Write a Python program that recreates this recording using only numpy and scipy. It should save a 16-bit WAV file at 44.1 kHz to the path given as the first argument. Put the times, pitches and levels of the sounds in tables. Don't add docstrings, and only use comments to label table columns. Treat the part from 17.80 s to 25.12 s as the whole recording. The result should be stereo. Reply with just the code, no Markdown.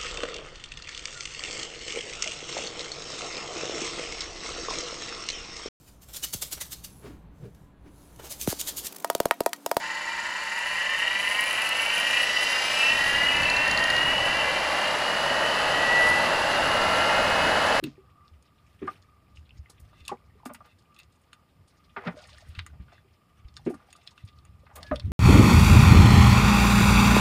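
import sys
import numpy as np
from scipy import signal
from scipy.fft import rfft, irfft
from scipy.io import wavfile

SR = 44100
rng = np.random.default_rng(int(sys.argv[2]) if len(sys.argv) > 2 else 0)


def master(y):
    cut = np.clip(np.atleast_2d(y).T, -1, 1)
    pcm = np.round(cut * 32767)
    wavfile.write(sys.argv[1], SR, pcm.astype(np.int16))


N = 322787


def from_db(db):
    return 10 ** (np.asarray(db) / 20)


def rms_one(x):
    return x / np.sqrt(np.mean(x ** 2) + 1e-20)


def automation(points):
    times, values = np.transpose(points)
    return np.interp(np.arange(N) / SR, times, values)


def add(track, start_s, sound):
    start = max(0, round(start_s * SR))
    track[start:start + len(sound)] += sound[:max(0, N - start)]


def seconds(length_s):
    return np.arange(int(length_s * SR) + 64) / SR


def band(x, low_hz, high_hz, order=2):
    high_hz = min(high_hz, .45 * SR)
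    low_hz = min(low_hz, .9 * high_hz)
    return signal.sosfilt(signal.butter(order, [low_hz, high_hz], "band", fs=SR, output="sos"), x)


def resonance(x, hz, width_hz):
    radius = np.exp(-np.pi * width_hz / SR)
    feedback = [1, -2 * radius * np.cos(2 * np.pi * hz / SR), radius ** 2]
    return signal.lfilter(np.array([1, 0, -1]) * (1 - radius ** 2) / 2, feedback, x)


def resonator_bank(x, modes):
    return sum(from_db(db) * resonance(x, hz, width_hz) for hz, width_hz, db in modes)


def coloured(x, spectrum):
    hz, db = np.transpose(spectrum)
    bins_hz = np.maximum(np.fft.rfftfreq(N, 1 / SR), 1)
    curve_db = np.interp(np.log(bins_hz), np.log(hz), db)
    return rms_one(irfft(rfft(x) * from_db(curve_db), N))


def drift(rate_hz):
    knots = rng.standard_normal(int(rate_hz * N / SR) + 2)
    return rms_one(np.interp(np.arange(N) / SR * rate_hz, np.arange(len(knots)), knots))


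def swell(t, rise_s, t60_s):
    attack = np.sin(np.pi / 2 * np.minimum(t / rise_s, 1)) ** 2
    return attack * np.exp(-np.log(1000) * np.maximum(t - rise_s, 0) / t60_s)


def with_energy(x, envelope):
    return x * np.sqrt(np.sum(envelope ** 2) / (np.sum(x ** 2) + 1e-20))


def grains(samples, per_s, spread_db):
    born = rng.random(samples) < per_s / SR
    polarity = rng.choice([-1, 1], samples)
    size = from_db(spread_db * np.clip(rng.standard_normal(samples), -2, 2))
    return born * polarity * size + 1e-12


def shower(db, centre_hz, octaves, rise_s, t60_s, per_s, spread_db):
    t = seconds(rise_s + t60_s)
    envelope = swell(t, rise_s, t60_s)
    impacts = grains(len(t), per_s, spread_db) * envelope
    sound = band(impacts, centre_hz * 2 ** (-octaves / 2), centre_hz * 2 ** (octaves / 2), order=3)
    return from_db(db) * with_energy(sound, envelope)


def droplets(per_s, low_hz, high_hz, q, spread_db, pitches):
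    births = grains(N, per_s, spread_db)
    voice = rng.integers(0, pitches, N)
    return rms_one(sum(resonance(births * (voice == k), hz, hz / q) / np.sqrt(hz)
                       for k, hz in enumerate(np.geomspace(low_hz, high_hz, pitches))))


def rings(tones, rise_cycles, glide, wobble):
    out = np.zeros(N)
    for start_s, hz, db, t60_s in tones:
        rise_s = rise_cycles / hz
        t = seconds(rise_s + t60_s)
        jitter = np.interp(t * hz / 2, np.arange(256), rng.standard_normal(256))
        phase = 2 * np.pi * np.cumsum(hz * (1 + glide * t / t60_s + wobble * jitter)) / SR
        add(out, start_s, from_db(db) * swell(t, rise_s, t60_s) * np.sin(phase))
    return out


# frequency_hz, gain_db
AIR_EQ = [(60, -11), (150, 7.5), (300, 0), (500, -4.5), (700, -5.5), (950, -7.5), (1600, -13.5),
          (2700, -13), (3900, -20), (5200, -17.5), (6000, -31), (7000, -23), (7800, -25), (9500, -23.5),
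          (12500, -26.5), (14500, -24.5)]
def night_air(hiss_db=-67.5, hollow_hz=1200, width_hz=104, hollow_db=-74, swing_db=4):
    hollow = resonance(rng.standard_normal(N), hollow_hz, width_hz)
    hollow = rms_one(resonance(hollow, hollow_hz, width_hz))
    hollow *= from_db(hollow_db + swing_db * drift(rate_hz=7))
    return from_db(hiss_db) * coloured(rng.standard_normal(N), AIR_EQ) + hollow


# time_s, level_db
ROCKING = [(0.0, -64), (0.22, -71), (1.41, -69), (1.61, -63.5), (1.89, -68.5), (2.16, -60.5), (2.75, -71.5),
           (3.97, -70.5), (4.3, -64.5), (4.56, -67.5), (4.89, -54.5), (5.11, -65), (5.38, -76), (5.81, -63),
           (6.2, -76.5), (7.01, -59), (7.22, -48), (7.32, -36)]
# frequency_hz, gain_db
RUMBLE_EQ = [(25, -25), (45, -10.5), (70, 0.5), (105, -2), (150, -10), (240, -21), (400, -32), (800, -75)]
def hull_rumble(boost_db=8, lumps_db=2.5):
    lumps = rms_one(from_db(lumps_db * drift(rate_hz=15)))
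    return from_db(automation(ROCKING) + boost_db) * lumps * coloured(rng.standard_normal(N), RUMBLE_EQ)


# start_s, pitch_hz, level_db, t60_s
THUDS = [(0.037, 147.6, -35.5, 0.27), (0.508, 71, -47.5, 0.41), (1.016, 94.5, -47, 0.55),
         (1.576, 72.5, -43.5, 0.42), (1.785, 69.5, -34, 0.12), (2.012, 65.6, -44, 0.12),
         (2.205, 74, -43.5, 0.17), (4.684, 72, -34, 0.15), (4.772, 85, -30, 0.2),
         (4.992, 73.5, -33.5, 0.11), (5.644, 66, -35.5, 0.073), (6.434, 96, -32.5, 0.077),
         (6.684, 68.5, -45.5, 0.17), (7.112, 76.5, -29, 0.37), (7.239, 86.5, -22, 0.2),
         (7.274, 101, -28, 0.24)]
# pitch_ratio, gain_db, t60_ratio
THUD_MODES = [(1, 0, 0.97), (2.45, -22, 0.36)]
def hull_thuds():
    tones = [(start_s, hz * pitch_ratio, db + gain_db, t60_s * t60_ratio)
             for start_s, hz, db, t60_s in THUDS for pitch_ratio, gain_db, t60_ratio in THUD_MODES]
    return rings(tones, rise_cycles=1, glide=-.093, wobble=.12)


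# pitch_hz, width_hz, gain_db
HOLLOW_MODES = [(611, 30, -4), (1200, 33, 2.5)]
def hollow_ring(x):
    return resonator_bank(x, HOLLOW_MODES)


def boat_echo(x, rise_s=.0079, t60_s=.077, echo_db=-15):
    t = seconds(2 * t60_s)
    scatter = band(rng.standard_normal(len(t)), 150, 3200, order=1) * swell(t, rise_s, t60_s)
    scatter /= np.sqrt(np.sum(scatter ** 2))
    return from_db(echo_db) * signal.fftconvolve(x, scatter)[:N]


# time_s, level_db
WETNESS = [(0.0, -91), (0.8, -79.5), (1.1, -65), (1.4, -92), (1.8, -76.5), (2.22, -73), (2.42, -86),
           (2.8, -77.5), (3.3, -87.5), (3.75, -87.5), (4.12, -73), (4.26, -67.5), (4.42, -70), (4.62, -68),
           (4.95, -84), (5.45, -85.5), (5.95, -72), (6.4, -74.5), (6.85, -86.5), (7.1, -56), (7.32, -70)]
def wetness_gain(base_db, follows):
    wetness_db = automation(WETNESS)
    return from_db(base_db + follows * (wetness_db - wetness_db.mean()))


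# frequency_hz, gain_db
FIZZ_EQ = [(500, 3.5), (1200, 2.5), (2700, 3.5), (4600, -2), (5800, -1), (7400, -10.5), (8800, -3),
           (11500, -12), (15000, -9)]
def wet_fizz(clump_db=3.5):
    pops = droplets(per_s=1200, low_hz=1300, high_hz=14000, q=26, spread_db=3, pitches=30)
    crackle = rms_one(grains(N, per_s=9000, spread_db=3))
    clumps = from_db(clump_db * drift(rate_hz=40))
    return wetness_gain(base_db=-76, follows=.77) * coloured((crackle + pops) * clumps, FIZZ_EQ)


# start_s, level_db, centre_hz, t60_s
SURGES = [(1.893, -56, 397, 0.081), (2.034, -66, 240, 0.087), (2.126, -57, 560, 0.063),
          (2.837, -58.5, 1200, 0.15), (4.183, -50.5, 860, 0.41), (4.234, -45.5, 850, 0.2),
          (4.92, -66, 1010, 0.19), (5.061, -65, 1200, 0.38), (5.172, -70, 1430, 0.067),
          (5.97, -65, 1000, 0.39), (6.882, -58.5, 720, 0.21), (6.94, -50.5, 760, 0.32)]
def surges(wash_db=-2.5, bubbles_db=-1, octaves=2.8, rise_share=.11):
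    wash, flow = np.zeros(N), np.zeros(N)
    for start_s, db, hz, t60_s in SURGES:
        rise_s = rise_share * t60_s
        add(wash, start_s, shower(db, hz, octaves, rise_s, t60_s, per_s=4500, spread_db=0))
        add(flow, start_s, from_db(db) * swell(seconds(rise_s + t60_s), rise_s, t60_s))
    bubbles = droplets(per_s=300, low_hz=480, high_hz=1500, q=18, spread_db=2.5, pitches=14)
    return from_db(wash_db) * wash + from_db(bubbles_db) * flow * bubbles


# start_s, level_db, centre_hz
SPLATS = [(4.373, -58.5, 5300), (4.388, -53.5, 3900), (4.417, -54, 5490), (4.438, -52, 3850),
          (4.471, -55, 6900), (4.528, -51.5, 3300), (4.54, -56, 3520), (4.573, -54.5, 3830),
          (4.58, -55, 6900), (4.605, -54.5, 5060)]
def spray(start_s=4.34, rise_s=.06, t60_s=1.15, level_db=-57, bubbles_db=-1, bunch_db=2):
    falling, splats = np.zeros(N), np.zeros(N)
    drops = droplets(per_s=2600, low_hz=2000, high_hz=9500, q=14, spread_db=2.5, pitches=26)
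    bunches = from_db(bunch_db * drift(rate_hz=70))
    patter = rms_one(band(drops * bunches, 2300, 6500, order=1))
    bubbles = droplets(per_s=260, low_hz=520, high_hz=2200, q=24, spread_db=2.5, pitches=18)
    add(falling, start_s, from_db(level_db) * swell(seconds(rise_s + t60_s), rise_s, t60_s))
    for splat_s, db, hz in SPLATS:
        splat = shower(db, hz, octaves=1.07, rise_s=.0025, t60_s=.05, per_s=2700, spread_db=4)
        add(splats, splat_s, splat)
    return falling * (patter + from_db(bubbles_db) * bubbles) + splats


# start_s, pitch_hz, level_db
DRIPS = [(1.572, 2770, -42), (1.707, 2650, -43), (1.859, 1990, -47), (2.551, 427, -54.5), (2.6, 950, -53.5),
         (2.632, 832, -46), (4.35, 623, -52), (4.378, 970, -55), (4.427, 746, -50), (4.537, 670, -55.5),
         (4.547, 1420, -53), (4.583, 1880, -44), (4.622, 677, -50.5), (4.65, 1970, -53.5), (4.9, 1560, -55),
         (5.083, 1430, -52), (5.18, 1605, -50), (5.245, 377, -60), (5.793, 853, -52), (6.001, 1390, -52),
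         (6.086, 735, -53), (6.152, 1216, -48), (6.186, 690, -58.5), (6.215, 2380, -61),
         (6.316, 930, -56.5), (6.832, 540, -54.5), (6.912, 740, -50), (6.98, 670, -52), (6.996, 570, -48),
         (7.021, 665, -49), (7.044, 608, -49.5)]
def drips(t60_cycles=34):
    tones = [(start_s, hz, db, t60_cycles / hz) for start_s, hz, db in DRIPS]
    return rings(tones, rise_cycles=2.2, glide=.038, wobble=.072)


# start_s, level_db, centre_hz, width_octaves, rise_s, t60_s, splash_db, knock_db
WAVELETS = [(.023, -34.5, 258, 1.08, 0.0085, 0.17, -25, -10), (0.065, -44.5, 283, 1.3, .003, 0.047, -9, -2),
            (.175, -62, 387, 0.78, .005, 0.12, -22, -8), (1.013, -36.5, 250, 1.38, 0.012, 0.25, -15, -9),
            (1.072, -34, 980, 1.67, 0.0051, 0.071, -17, -20.5),
            (2.286, -49, 1290, 2.4, 0.0071, 0.12, -8, -10),
            (2.314, -32.5, 680, 1.1, 0.0042, 0.057, -21, -12.5),
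            (2.656, -37.5, 870, 2.4, 0.0013, 0.059, -16, -12),
            (2.693, -44.5, 840, 1.1, .006, 0.079, -8, -9),
            (2.744, -46, 1520, 1.86, 0.0046, 0.056, -16, -11.5),
            (2.803, -49.5, 920, 1.2, 0.0025, 0.057, -16, -17),
            (4.162, -32, 1160, 1.56, 0.0047, .1, -18, -17), (4.256, -36.5, 915, 2.6, 0.02, 0.11, -15, 1.5),
            (4.274, -28.5, 770, 2.5, 0.0023, 0.049, -22, -10.5),
            (4.994, -56, 190, 1.4, 0.0028, 0.15, -10, -6), (5.119, -56.5, 950, 2.4, 0.0026, 0.13, -21, -13),
            (5.861, -31.5, 295, 1.6, .005, 0.16, -15, -4.5),
            (5.937, -49.5, 980, 1.3, .003, 0.085, -19, 0.5),
            (6.864, -52.5, 1460, 1.6, 0.0027, 0.056, -22, -19),
            (7.111, -29.5, 926, 1.42, 0.0038, 0.075, -29, -5)]
def slaps(splash_hz=1480, splash_octaves=1.57, splash_stretch=1.24):
    out = np.zeros(N)
    for start_s, db, hz, octaves, rise_s, t60_s, splash_db, _ in WAVELETS:
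        add(out, start_s, shower(db, hz, octaves, rise_s, t60_s, per_s=5000, spread_db=2))
        add(out, start_s, shower(db + splash_db, splash_hz, splash_octaves, rise_s,
                                 splash_stretch * t60_s, per_s=5800, spread_db=4))
    return out


# pitch_hz, gain_db
PLANK_MODES = [(184, 2.5), (238, 1.5)]
def plank_knocks(t60_s=.1):
    tones = [(start_s, hz, db + knock_db + gain_db, t60_s)
             for start_s, db, *_, knock_db in WAVELETS for hz, gain_db in PLANK_MODES]
    return rings(tones, rise_cycles=2.8, glide=0, wobble=.019)


# start_s, pitch_hz, level_db, t60_s, glide_share
POCKETS = [(.025, 319, -34.5, .12, 0), (.041, 308, -29.5, 0.12, -0.031), (.071, 290, -32.5, 0.065, 0.041),
           (0.178, 383, -46.5, 0.14, 0), (1.016, 375, -37, .14, -0.06), (1.027, 263, -35, .11, 0),
           (1.049, 353, -34, 0.074, 0), (1.079, 1244, -25.5, 0.038, 0.059), (2.293, 1104, -33, 0.12, -0.12),
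           (2.315, 383, -32.5, 0.082, -0.017), (2.319, 771, -26.5, 0.046, 0.11),
           (2.323, 938, -33.5, 0.056, -0.011), (2.659, 246, -32, 0.066, 0), (2.679, 260, -45, 0.055, 0),
           (2.693, 1200, -44, 0.055, -0.22), (2.707, 233, -42, .07, 0.048), (2.709, 613, -40, 0.033, 0),
           (2.745, 1360, -44.5, 0.029, 0), (2.806, 1166, -47.5, 0.04, -0.019),
           (4.163, 1382, -30, 0.042, -0.022), (4.17, 400, -38, 0.13, 0.018), (4.267, 1267, -32.5, .07, 0),
           (4.272, 183, -25.5, 0.15, -0.028), (4.275, 464, -31, 0.06, -0.025),
           (4.276, 637, -32, .05, -0.025), (4.339, 283, -44, 0.036, -0.026), (4.368, 576, -42.5, .11, 0.16),
           (4.998, 180, -43, .13, 0), (5.125, 672, -48.5, 0.038, 0), (5.861, 233, -27, .1, -0.073),
           (5.87, 338, -18.5, 0.097, -0.13), (5.872, 436, -26, .1, -0.0092),
           (5.9, 321, -25.5, 0.096, 0.022), (5.904, 764, -37.5, 0.057, 0), (5.926, 289, -35, 0.078, 0.024),
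           (5.936, 1200, -50.5, .06, 0), (7.11, 270, -24, 0.092, 0.015), (7.113, 1238, -35, 0.08, -0.047),
           (7.117, 597, -20, 0.066, -0.024), (7.132, 576, -28.5, 0.14, 0.02)]
def plops():
    return sum(rings([tone], rise_cycles=1.32, glide=glide, wobble=.06) for *tone, glide in POCKETS)


def lapping_water(gurgle_db=-28, calm_db=-80, settle_s=.09):
    hits = slaps()
    release = np.exp(-1 / (settle_s * SR))
    stirred = np.sqrt(signal.lfilter([1 - release], [1, -release], hits ** 2) + 1e-18)
    bubbles = droplets(per_s=160, low_hz=500, high_hz=2400, q=18, spread_db=3.5, pitches=26)
    gurgle = (from_db(gurgle_db) * stirred + from_db(calm_db)) * bubbles
    return hits + gurgle + plops() + plank_knocks() + drips()


def sticky_skin(smacks_per_s=16, range_db=9, low_hz=2400, high_hz=9000):
    out = np.zeros(N)
    for when, softness, height in rng.random((int(smacks_per_s * N / SR), 3)):
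        hz = low_hz * (high_hz / low_hz) ** (height ** 2)
        smack = shower(-range_db * softness, hz, octaves=.7, rise_s=.012, t60_s=.07,
                       per_s=3000, spread_db=3)
        add(out, when * N / SR, smack)
    return wetness_gain(base_db=-66, follows=.5) * out


# start_s, level_db, centre_hz, t60_s
RUBS = [(0.036, -37.5, 11400, 0.037), (0.045, -56, 3650, 0.26), (1.547, -62.5, 4400, 0.21),
        (1.895, -49, 6750, 0.075), (1.994, -58.5, 8900, 0.1), (2.279, -31, 6500, 0.02),
        (2.285, -51.5, 4820, 0.13), (2.652, -44, 8100, 0.08), (2.732, -43.5, 11500, 0.06),
        (2.745, -47.5, 6760, 0.043), (2.855, -63.5, 8500, 0.069), (2.981, -67, 5500, 0.12),
        (3.022, -66, 5000, 0.022), (3.143, -59, 4500, 0.034), (3.186, -50, 11600, 0.037),
        (3.23, -56, 4470, 0.028), (3.316, -68.5, 5530, 0.12), (3.536, -65, 6450, 0.045),
        (3.872, -63, 6000, 0.12), (4.682, -63, 2200, 0.34), (4.681, -61, 7440, 0.11),
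        (4.742, -54.5, 2220, 0.21), (5.12, -65, 3970, 0.12), (5.739, -58, 4160, 0.022),
        (5.848, -58.5, 5000, 0.12), (5.892, -56, 7340, 0.14), (5.939, -56.5, 6300, 0.064),
        (6.1, -58.5, 4600, 0.075), (6.158, -55, 5960, 0.051), (6.262, -59, 3200, 0.07),
        (6.305, -57.5, 4600, 0.07), (6.446, -62.5, 6500, 0.078), (6.473, -58, 3380, 0.051),
        (6.952, -41.5, 10800, 0.092), (6.955, -50.5, 2410, 0.084), (7, -61, 3780, 0.12),
        (7.061, -51.5, 3000, 0.087)]
def rubs(octaves=1.58, rise_share=.08):
    out = np.zeros(N)
    for start_s, db, hz, t60_s in RUBS:
        add(out, start_s, shower(db, hz, octaves, rise_share * t60_s, t60_s, per_s=2900, spread_db=1.5))
    return out


def line_squeak(start_s=7.04, length_s=.073, pitch_hz=1705, level_db=-53, sag_share=.015):
    out, t = np.zeros(N), seconds(length_s)
    arch = np.sqrt(np.abs(np.sin(np.pi * t / t[-1])))
    phase = 2 * np.pi * np.cumsum(pitch_hz * (1 - sag_share * t / length_s)) / SR
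    add(out, start_s, from_db(level_db) * arch * np.sin(phase))
    return out


# start_s, level_db, length_s
SCRAPES = [(2.1, -65, .18), (2.87, -65, .07), (3.15, -64, .1), (5.09, -66, .13), (6.16, -68, .12),
           (6.37, -66, .07), (6.47, -64, .04)]
# pitch_hz, width_hz, gain_db
SCRAPE_MODES = [(2050, 110, -5), (2680, 110, 0), (3500, 170, -5)]
def hook_scrapes():
    strokes = np.zeros(N)
    for start_s, db, length_s in SCRAPES:
        arch = np.sin(np.pi * np.linspace(0, 1, len(seconds(length_s))))
        add(strokes, start_s, from_db(db) * arch)
    friction = grains(N, per_s=2500, spread_db=3)
    return strokes * rms_one(resonator_bank(friction, SCRAPE_MODES))


# pitch_hz, width_hz, gain_db
CLICK_MODES = [(2650, 170, 7.5), (3100, 1080, 5.5), (3530, 180, 9.5), (4350, 250, 5.5), (5510, 180, 7.5)]
def click_ring(contact, centre_hz, detune_share=.019, falloff_db_per_octave=13, min_width_share=.07):
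    grip = 1 + detune_share * rng.standard_normal()
    ring = np.zeros(len(contact))
    for k, (hz, width_hz, db) in enumerate(CLICK_MODES):
        gain = from_db(db - falloff_db_per_octave * abs(np.log2(hz / centre_hz)))
        damped_width_hz = max(width_hz, min_width_share * hz)
        ring += (-1) ** k * gain * rms_one(resonance(contact, hz * grip, damped_width_hz))
    return band(ring, 1810, 6000)


def click_snap(contact, top_db=-17):
    edge = resonance(contact, 6720, width_hz=440) - resonance(contact, 8940, width_hz=770)
    return band(edge, 3200, 8300, order=1) + from_db(top_db) * band(contact, 2200, 12800)


# start_s, level_db, centre_hz, knock_db, snap_db
CLICKS = [(0.038, -21, 2620, -16.5, -22), (0.478, -47, 4560, -20, -28), (0.624, -58, 5090, -28, 0),
          (1.223, -50, 4400, -26, -20), (1.691, -46, 2560, -38, -28), (2.204, -43, 2600, -30, -22),
          (2.2507, -36.5, 3530, -27, -15), (2.261, -47, 2580, -13, -5), (2.279, -23, 2660, -21, -20),
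          (2.657, -35, 2070, -11, -12), (3.1621, -44, 2160, -19, -16), (3.188, -38.5, 2650, -29, -32),
          (3.1981, -37.5, 2640, -15, -16), (3.5297, -36.5, 2560, -8, -13.5), (4.271, -29, 2120, -7, -47),
          (4.749, -36, 2620, -18, -25), (4.7864, -35, 2400, -11, -20), (4.79, -23.5, 2940, -6, -30),
          (4.8628, -42.5, 2150, 1.5, 1), (5.6825, -46, 4350, -14, -35), (5.7654, -29.5, 4570, -20.5, -19),
          (5.7709, -37, 4500, -9, -11.5), (6.127, -38.5, 2630, -10, -5.5), (6.273, -28, 4200, -25.5, -25),
          (6.377, -41, 2190, -7, -21), (6.4856, -43, 3000, -36, -23), (6.5858, -47, 4380, -27, -25),
          (6.65, -53.5, 2080, -4, 1), (7.0285, -29, 4460, -14.5, -16), (7.157, -26, 3620, -18, -20),
          (7.196, -28, 4230, -18.5, -23)]
def hook_clicks(chatter_db=-15, chatter_cycles=32, ring_trim_db=-13, knock_trim_db=-5, snap_trim_db=-5):
    out = np.zeros(N)
    for start_s, level_db, centre_hz, knock_db, snap_db in CLICKS:
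        t60_s = chatter_cycles / centre_hz
        t = seconds(2 * t60_s)
        crack = swell(t, rise_s=.0018, t60_s=.008)
        chatter = from_db(chatter_db) * swell(t, rise_s=.0086, t60_s=t60_s)
        envelope = crack + chatter
        contact = grains(len(t), per_s=14000, spread_db=2) * envelope
        layers = [(ring_trim_db, click_ring(contact, centre_hz)),
                  (knock_db + knock_trim_db, band(contact, 1125, 2340)),
                  (snap_db + snap_trim_db, click_snap(contact))]
        for layer_db, layer in layers:
            add(out, start_s, from_db(level_db + layer_db) * with_energy(layer, 2 * envelope))
    return out


def click_haze(base_db=-68.5, follows=.55, lead_s=.016):
    out = np.zeros(N)
    mean_db = np.mean([db for _, db, *_ in CLICKS])
    for click_s, click_db, hz, *_ in CLICKS:
        db = base_db + follows * (click_db - mean_db)
        haze = shower(db, hz, octaves=1.5, rise_s=lead_s, t60_s=.11, per_s=1700, spread_db=5.5)
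        add(out, click_s - lead_s, haze)
    return out


def unhooking():
    return hook_clicks() + click_haze() + hook_scrapes() + sticky_skin() + rubs() + line_squeak()


# centre_hz, width_hz, subtracted_gain_db
PORT_DIPS = [(5830, 670, -3), (7490, 570, -5.5), (12200, 2100, 1.5)]
def microphone_port(x):
    return x - resonator_bank(x, PORT_DIPS)


def scene():
    close = microphone_port(lapping_water() + surges() + spray() + unhooking()) + wet_fizz()
    foreground = close + hollow_ring(close) + boat_echo(close)
    mix = foreground + hull_rumble() + hull_thuds() + night_air()
    return np.stack([np.zeros(N), 2 * mix])


def record(dry):
    cutoff_hz = 15100
    return signal.sosfilt(signal.ellip(10, .2, 80, cutoff_hz, fs=SR, output="sos"), dry)


dry = scene()
out = record(dry)
master(out)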